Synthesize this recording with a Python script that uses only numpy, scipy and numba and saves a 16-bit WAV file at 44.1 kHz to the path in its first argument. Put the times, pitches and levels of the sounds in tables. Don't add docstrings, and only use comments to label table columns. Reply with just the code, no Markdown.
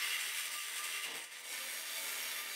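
import sys
import numpy as np
from scipy import signal
from scipy.fft import rfft, irfft
from scipy.io import wavfile
from scipy.ndimage import uniform_filter1d
from numba import njit

SR = 44100
rng = np.random.default_rng(int(sys.argv[2]) if len(sys.argv) > 2 else 0)


def volts(x):
    e = np.asarray(x, float) / 20
    return 10 ** e


def wav_record(signal):
    frames = np.transpose(np.atleast_2d(signal))
    bounded = np.clip(frames, -1, 1)
    quanta = np.round(bounded * 32767).astype(np.int16)
    wavfile.write(sys.argv[1], SR, quanta)


N = 112454

FULL_PRESSURE_DB = -49.5


def level(x):
    return x / np.sqrt(np.mean(x ** 2))


@njit
def svf(x, hz, width):
    y, band, low = np.empty(len(x)), 0., 0.
    for i in range(len(x)):
        g, damping = np.tan(np.pi * hz[i] / SR), width / hz[i]
        v = (band + g * (x[i] - low)) / (1 + g * (g + damping))
        band, low, y[i] = 2 * v - band, low + 2 * g * v, damping * v
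    return y


def fixed_band(x, hz, width_hz):
    return svf(x, np.full(N, float(hz)), float(width_hz))


def walk(rate):
    k = int(SR / rate)
    steps = np.repeat(rng.standard_normal(N // k + 1), k)
    return level(uniform_filter1d(uniform_filter1d(steps, k), k)[:N])


def colour(x, table):
    hz, db = np.array(table, float).T
    f = np.log(np.arange(1, N // 2 + 2) * SR / N)
    outside = np.maximum(np.log(hz[0]) - f, 0) + np.maximum(f - np.log(hz[-1]), 0)
    gain_db = np.interp(f, np.log(hz), db) - 41 * outside * (f < np.log(9000))
    return irfft(rfft(x) * volts(gain_db), N)


def swells(t, table):
    return sum(db * np.exp(-((t - s) / half) ** 2) for s, half, db in table)


def room(x):
    t60_s = 0.31
    t = np.arange(int(.5 * SR)) / SR
    tail = rng.standard_normal(len(t)) * volts(-60 * t / t60_s) * (t > .006)
    return signal.fftconvolve(x, tail / np.sqrt(np.sum(tail ** 2)))[:N]


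def blade_strokes(t):
    # time_s, strokes_per_s
    stroke = [
        (0, 83.2),
        (1.05, 82.8),
        (1.3, 84),
        (1.6, 80.6),
        (1.9, 81.2),
        (2.55, 81.8),
    ]
    rate = np.interp(t, *np.array(stroke).T) * (1 + 0.003943 * walk(4))
    return 2 * np.pi * np.cumsum(rate) / SR


def hand_pressure(t):
    # time_s, pressure_db, brightness_db, shake_db
    pressure = [(0.0, -39.5, -5, -21.5), (0.38, -44, -3, -21.5), (0.57, -45.5, -2.5, -16),
                (0.6, -47, -1, -26.5), (0.72, -46, -3.5, -16.5), (0.97, -43.5, -4.5, -21),
                (1.01, -47, -1, -24), (1.06, -46.5, -10.5, -10.5), (1.13, -47, 0, -9),
                (1.18, -46.5, -3, -11.5), (1.3, -58.5, -3.5, -12.5), (1.32, -50, -4.5, -16.5),
                (1.42, -55, -3, -10), (1.54, -46, -1, -16), (1.89, -45.5, -2.5, -17.5),
                (1.98, -44.5, -2, -14.5), (2.29, -44, -3, -15.5), (2.55, -45.5, -3.5, -17)]
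    times, *curves = np.array(pressure).T
    return [np.interp(t, times, curve) for curve in curves]


def catches(t):
    # start_s, half_length_s, level_db
    catch_table = [(0.179, 0.017, -3), (.205, 0.011, 2), (0.39, 0.031, 3), (0.5, 0.011, -4),
                   (0.537, 0.016, 2), (0.782, 0.035, 3), (0.823, 0.02, -3.5), (0.845, 0.011, 5),
                   (1.008, 0.018, -3), (1.05, 0.026, 6), (1.133, 0.0065, -7), (1.245, 0.0075, 6),
                   (1.303, 0.0099, -1), (1.427, 0.007, -4.5), (1.838, 0.021, -2), (1.987, 0.023, 0.5),
                   (2.083, 0.014, 1), (2.117, 0.0073, -0.5), (0.457, 0.0086, 2), (2.378, 0.026, 1),
                   (2.444, 0.032, -2)]
    return swells(t, catch_table)


def second_cut(t):
    centre_s, change_s = 1.438, 0.095
    return np.clip(.5 + (t - centre_s) / change_s / 2, 0, 1)


def teeth(phase):
    teeth_per_s, scatter_db, biggest_bite = 9000, 2.5, 2.5
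    hit, side, size = rng.random((3, N))
    bite_db = -scatter_db * np.maximum(np.log(1 - size), -biggest_bite)
    clicks = (hit < teeth_per_s / SR) * np.sign(side - .5) * volts(bite_db)
    stroke_db = 1.1 * np.cos(phase) + 1.0 * np.cos(2 * phase)
    return level(clicks * volts(stroke_db))


def rings(drive, modes):
    total = 0
    for hz, width, db in modes:
        fed = drive * volts(2.5 * walk(8.9))
        pitch = np.minimum(hz * (1 + 0.0039 * walk(5.3)), .45 * SR)
        total = total + volts(db) / np.sqrt(width) * svf(fed, pitch, 1. * width)
    return level(total)


def rasp(drive, table):
    x = colour(drive, table)
    low, high = table[0][0], table[-1][0]
    bands = low * 2 ** (np.arange(-1, 3 * np.log2(high / low) + 2) / 3)
    return level(sum(fixed_band(x * volts(1.5 * walk(13.79)), min(f, .45 * SR), f / 2) for f in bands))


def crossfade(first, second, late):
    return np.sqrt(1 - late) * first + np.sqrt(late) * second


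def slips(t):
    # start_s, level_db, decay_s
    slip_table = [
        (1.055, -58.5, 0.26),
        (1.13, -65, 0.095),
        (1.5, -61.5, 0.21),
    ]
    rise_s = 0.0088
    env = 0
    for s, db, decay in slip_table:
        fall_db = db - 60 * np.maximum(t - s, 0) / (3 * decay)
        env = env + volts(fall_db) * np.clip((t - s) / rise_s, 0, 1)
    rumble = rng.standard_normal(N) * volts(2 * walk(40.3))
    return env * level(fixed_band(rumble, 386, 520))


def motor_hum(phase, late):
    # stroke_multiple, first_cut_db, second_cut_db
    partials = [(1, -30, -28), (2, -31, -32), (3, -17, -16), (4, -17, -17), (5, -11, -14), (6, -13, -22),
                (7, -15, -12), (8, -17, -15), (9, -26, -16), (10, -14, -14), (11, -16, -13), (12, -16, -13)]
    return sum(volts(a + (b - a) * late + 2.4 * walk(5.13)) * np.sin(k * phase + 6 * rng.random())
               for k, a, b in partials)


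def frame_ring(t, bites, late):
    # time_s, pitch_hz
    ring_pitch = [
        (1.5, 491),
        (1.7, 545),
        (1.8, 640),
        (2.0, 660),
        (2.1, 660),
    ]
    ring = level(svf(bites, np.interp(t, *np.array(ring_pitch).T), 30.))
    ends = np.clip((2.1 - t) * 10, 0, 1)
    return late * ends * volts(-3) * ring


def shaken_frame(t, phase, bites, late):
    # frequency_hz, level_db
    frame_colour = [(15, -66), (25, -18), (183, -16), (242, -7), (361, -5.5), (409, -1), (649, 2.5),
                    (769, -2.5), (1000, 4.5), (1300, -22), (2200, -120)]
    rattle = volts(-1) * rasp(teeth(phase), frame_colour)
    return rattle + motor_hum(phase, late) + frame_ring(t, bites, late)


def squeals(t):
    # centre_s, half_length_s, pitch_hz, level_db
    squeal_table = [(.14, .045, 2752, 0), (.14, .03, 2915, -4), (.65, .04, 3113, -9), (.76, .02, 3340, -8),
                    (.4, .025, 1700, -7), (.16, .05, 2005, -7), (.42, .05, 1185, -13),
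                    (.56, .045, 1192, -10), (.66, .025, 1192, -12), (.6, .03, 2755, -1),
                    (.76, .06, 2090, -8), (.85, .06, 1195, -9), (.97, .05, 1188, -9), (.96, .03, 2764, -2),
                    (1.07, .04, 2760, -1), (.99, .055, 408, -17), (1.23, .03, 8600, -7),
                    (1.335, .02, 8600, -9), (1.6, .025, 1195, -12), (1.78, .03, 1200, -16),
                    (1.91, .04, 1200, -14), (2.0, .03, 1200, -12), (2.1, .11, 1384, -13),
                    (2.13, .07, 407, -18), (2.41, .04, 1200, -10), (2.46, .1, 407, -16),
                    (2.4, .03, 2355, -7), (.11, .03, 1190, -18), (.09, .08, 415, -22), (.29, .04, 412, -22),
                    (.7, .07, 415, -19), (.25, .06, 835, -20), (.35, .05, 905, -22), (1.67, .03, 540, -18),
                    (1.97, .04, 655, -15), (2.03, .05, 560, -18), (1.8, .17, 243, -24),
                    (2.25, .13, 243, -28), (2.14, .03, 1195, -16), (2.26, .04, 407, -20),
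                    (1.63, .03, 3110, -8), (1.68, .02, 3505, -8), (2.07, .03, 3505, -9),
                    (.86, .025, 2355, -8), (.6, .04, 2090, -9), (2.0, .06, 9880, -14),
                    (2.38, .04, 11300, -11)]
    # centre_s, half_length_s, pitch_hz, level_db
    whine = (1.95, .28, 12750, -16)
    total = 0
    for s, half, hz, db in squeal_table + [whine]:
        swell = volts(db) * np.exp(-((t - s) / half) ** 4)
        pitch = hz + 5 * walk(30) * hz / 1200
        grain = volts(1.2 * walk(25) + np.sqrt(hz / 1500) * walk(150))
        total = total + swell * np.sin(2 * np.pi * np.cumsum(pitch) / SR) * grain
    return total


def beam(bites, late, pressure):
    # pitch_hz, width_hz, level_db
    first_modes = [(1190, 30, -12), (1990, 190, -3), (2090, 30, -4), (2355, 30, -5), (2750, 70, -1),
                   (2915, 45, -2), (3113, 30, -5), (3330, 45, -6), (3514, 30, -7.5), (3690, 25, -8.5),
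                   (3900, 90, -10)]
    # pitch_hz, width_hz, level_db
    second_modes = [(1206, 40, -8.5), (1524, 16, -6.5), (1795, 35, -2), (2235, 110, 4.5), (2325, 51, -1.5),
                    (2760, 57, 0.5), (3120, 59, -1), (3505, 81, 1.5), (3830, 48, -1)]
    # frequency_hz, level_db
    rasp_colour = [(410, -39), (700, -26), (1090, -17.5), (1180, -5.5), (1460, -5), (2020, 3), (2480, -3.5),
                   (2810, -1), (5000, -13.5), (6500, -28.5), (11000, -120)]
    drive = colour(bites, [(835, 0), (9000, 0)])
    ringing = crossfade(rings(drive, first_modes), rings(drive, second_modes), late)
    damped = bites - late * 0.22 * fixed_band(bites, 2080, 270)
    body = volts(-7.5) * ringing + volts(-4) * rasp(damped, rasp_colour)
    lift_db = -0.4 * np.minimum(pressure - FULL_PRESSURE_DB, 0)
    return body - fixed_band(body, 1140, 570) * (1 - volts(lift_db))


def dull_air(t, top, pressure, catch):
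    # start_s, half_length_s, level_db
    spray = [(0.463, 0.013, 2), (.69, .04, 0), (1.104, .035, -9), (1.216, .035, -4), (1.597, 0.11, -3),
             (1.357, .035, -6), (1.403, .008, 6), (1.475, 0.016, -3), (1.78, 0.098, -1), (2.123, .005, 10),
             (2.323, .005, 3), (2.44, 0.044, 2.5)]
    high_pass = signal.butter(2, 10700, "high", fs=SR, output="sos")
    air = signal.sosfilt(high_pass, top[::-1])[::-1]
    air = signal.sosfilt(high_pass, air)
    air_db = .5 * np.minimum(pressure + catch - FULL_PRESSURE_DB, 3) + swells(t, spray)
    return top - air * (1 - volts(air_db))


def blade_and_chips(t, bites, late, pressure, catch):
    # pitch_hz, width_hz, level_db
    first_modes = [(4580, 200, 0), (4920, 80, -5), (5400, 100, -3), (5750, 80, -1), (6020, 120, 0),
                   (7330, 200, -1), (8110, 250, 0), (8700, 400, 3), (10900, 250, -3), (11600, 200, -4)]
    # pitch_hz, width_hz, level_db
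    second_modes = [(4590, 140, -2), (5480, 160, -4), (5760, 120, -3), (6580, 120, -3), (8380, 150, -2),
                    (9310, 300, 0), (9880, 120, -4), (11700, 300, -2), (12720, 80, -4)]
    # frequency_hz, level_db
    first_chips = [(2350, -10.5), (4000, -12), (5890, -4.5), (6790, -5), (8930, 0.5), (9890, -3),
                   (11200, -4), (15600, -5.5)]
    # frequency_hz, level_db
    second_chips = [(2350, -44), (4000, -9.5), (6490, -4), (6990, -2.5), (9560, 0), (10800, -5.5),
                    (11700, -2.5), (15600, -4)]
    blade = crossfade(rings(bites, first_modes), rings(bites, second_modes), late)
    chips = crossfade(rasp(bites, first_chips), rasp(bites, second_chips), late)
    return dull_air(t, volts(-7) * blade + volts(-2.5) * chips, pressure, catch)


def scene():
    t = np.arange(N) / SR
    pressure, brightness, shake = hand_pressure(t)
    catch, late, phase = catches(t), second_cut(t), blade_strokes(t)
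    bites = teeth(phase)

    frame = shaken_frame(t, phase, bites, late) * volts(shake)
    body = beam(bites, late, pressure) * volts(0.62 * catch)
    top = blade_and_chips(t, bites, late, pressure, catch) * volts(brightness + 1.58 * catch)
    saw = volts(pressure) * (body + top + frame) + slips(t)
    sing = volts(pressure) * squeals(t)
    return (saw + sing + volts(-5) * room(saw + .4 * sing))[None]


def band_limit(x):
    return signal.sosfilt(signal.butter(12, 16820, fs=SR, output="sos"), x)


def record(dry):
    low_hz, top_hz = 90, 15720
    f = np.arange(N // 2 + 1) * SR / N
    heard = irfft(rfft(dry) * (f < top_hz) * f / np.hypot(f, low_hz), N)
    return band_limit(heard)


dry = scene()
out = record(dry)
wav_record(out)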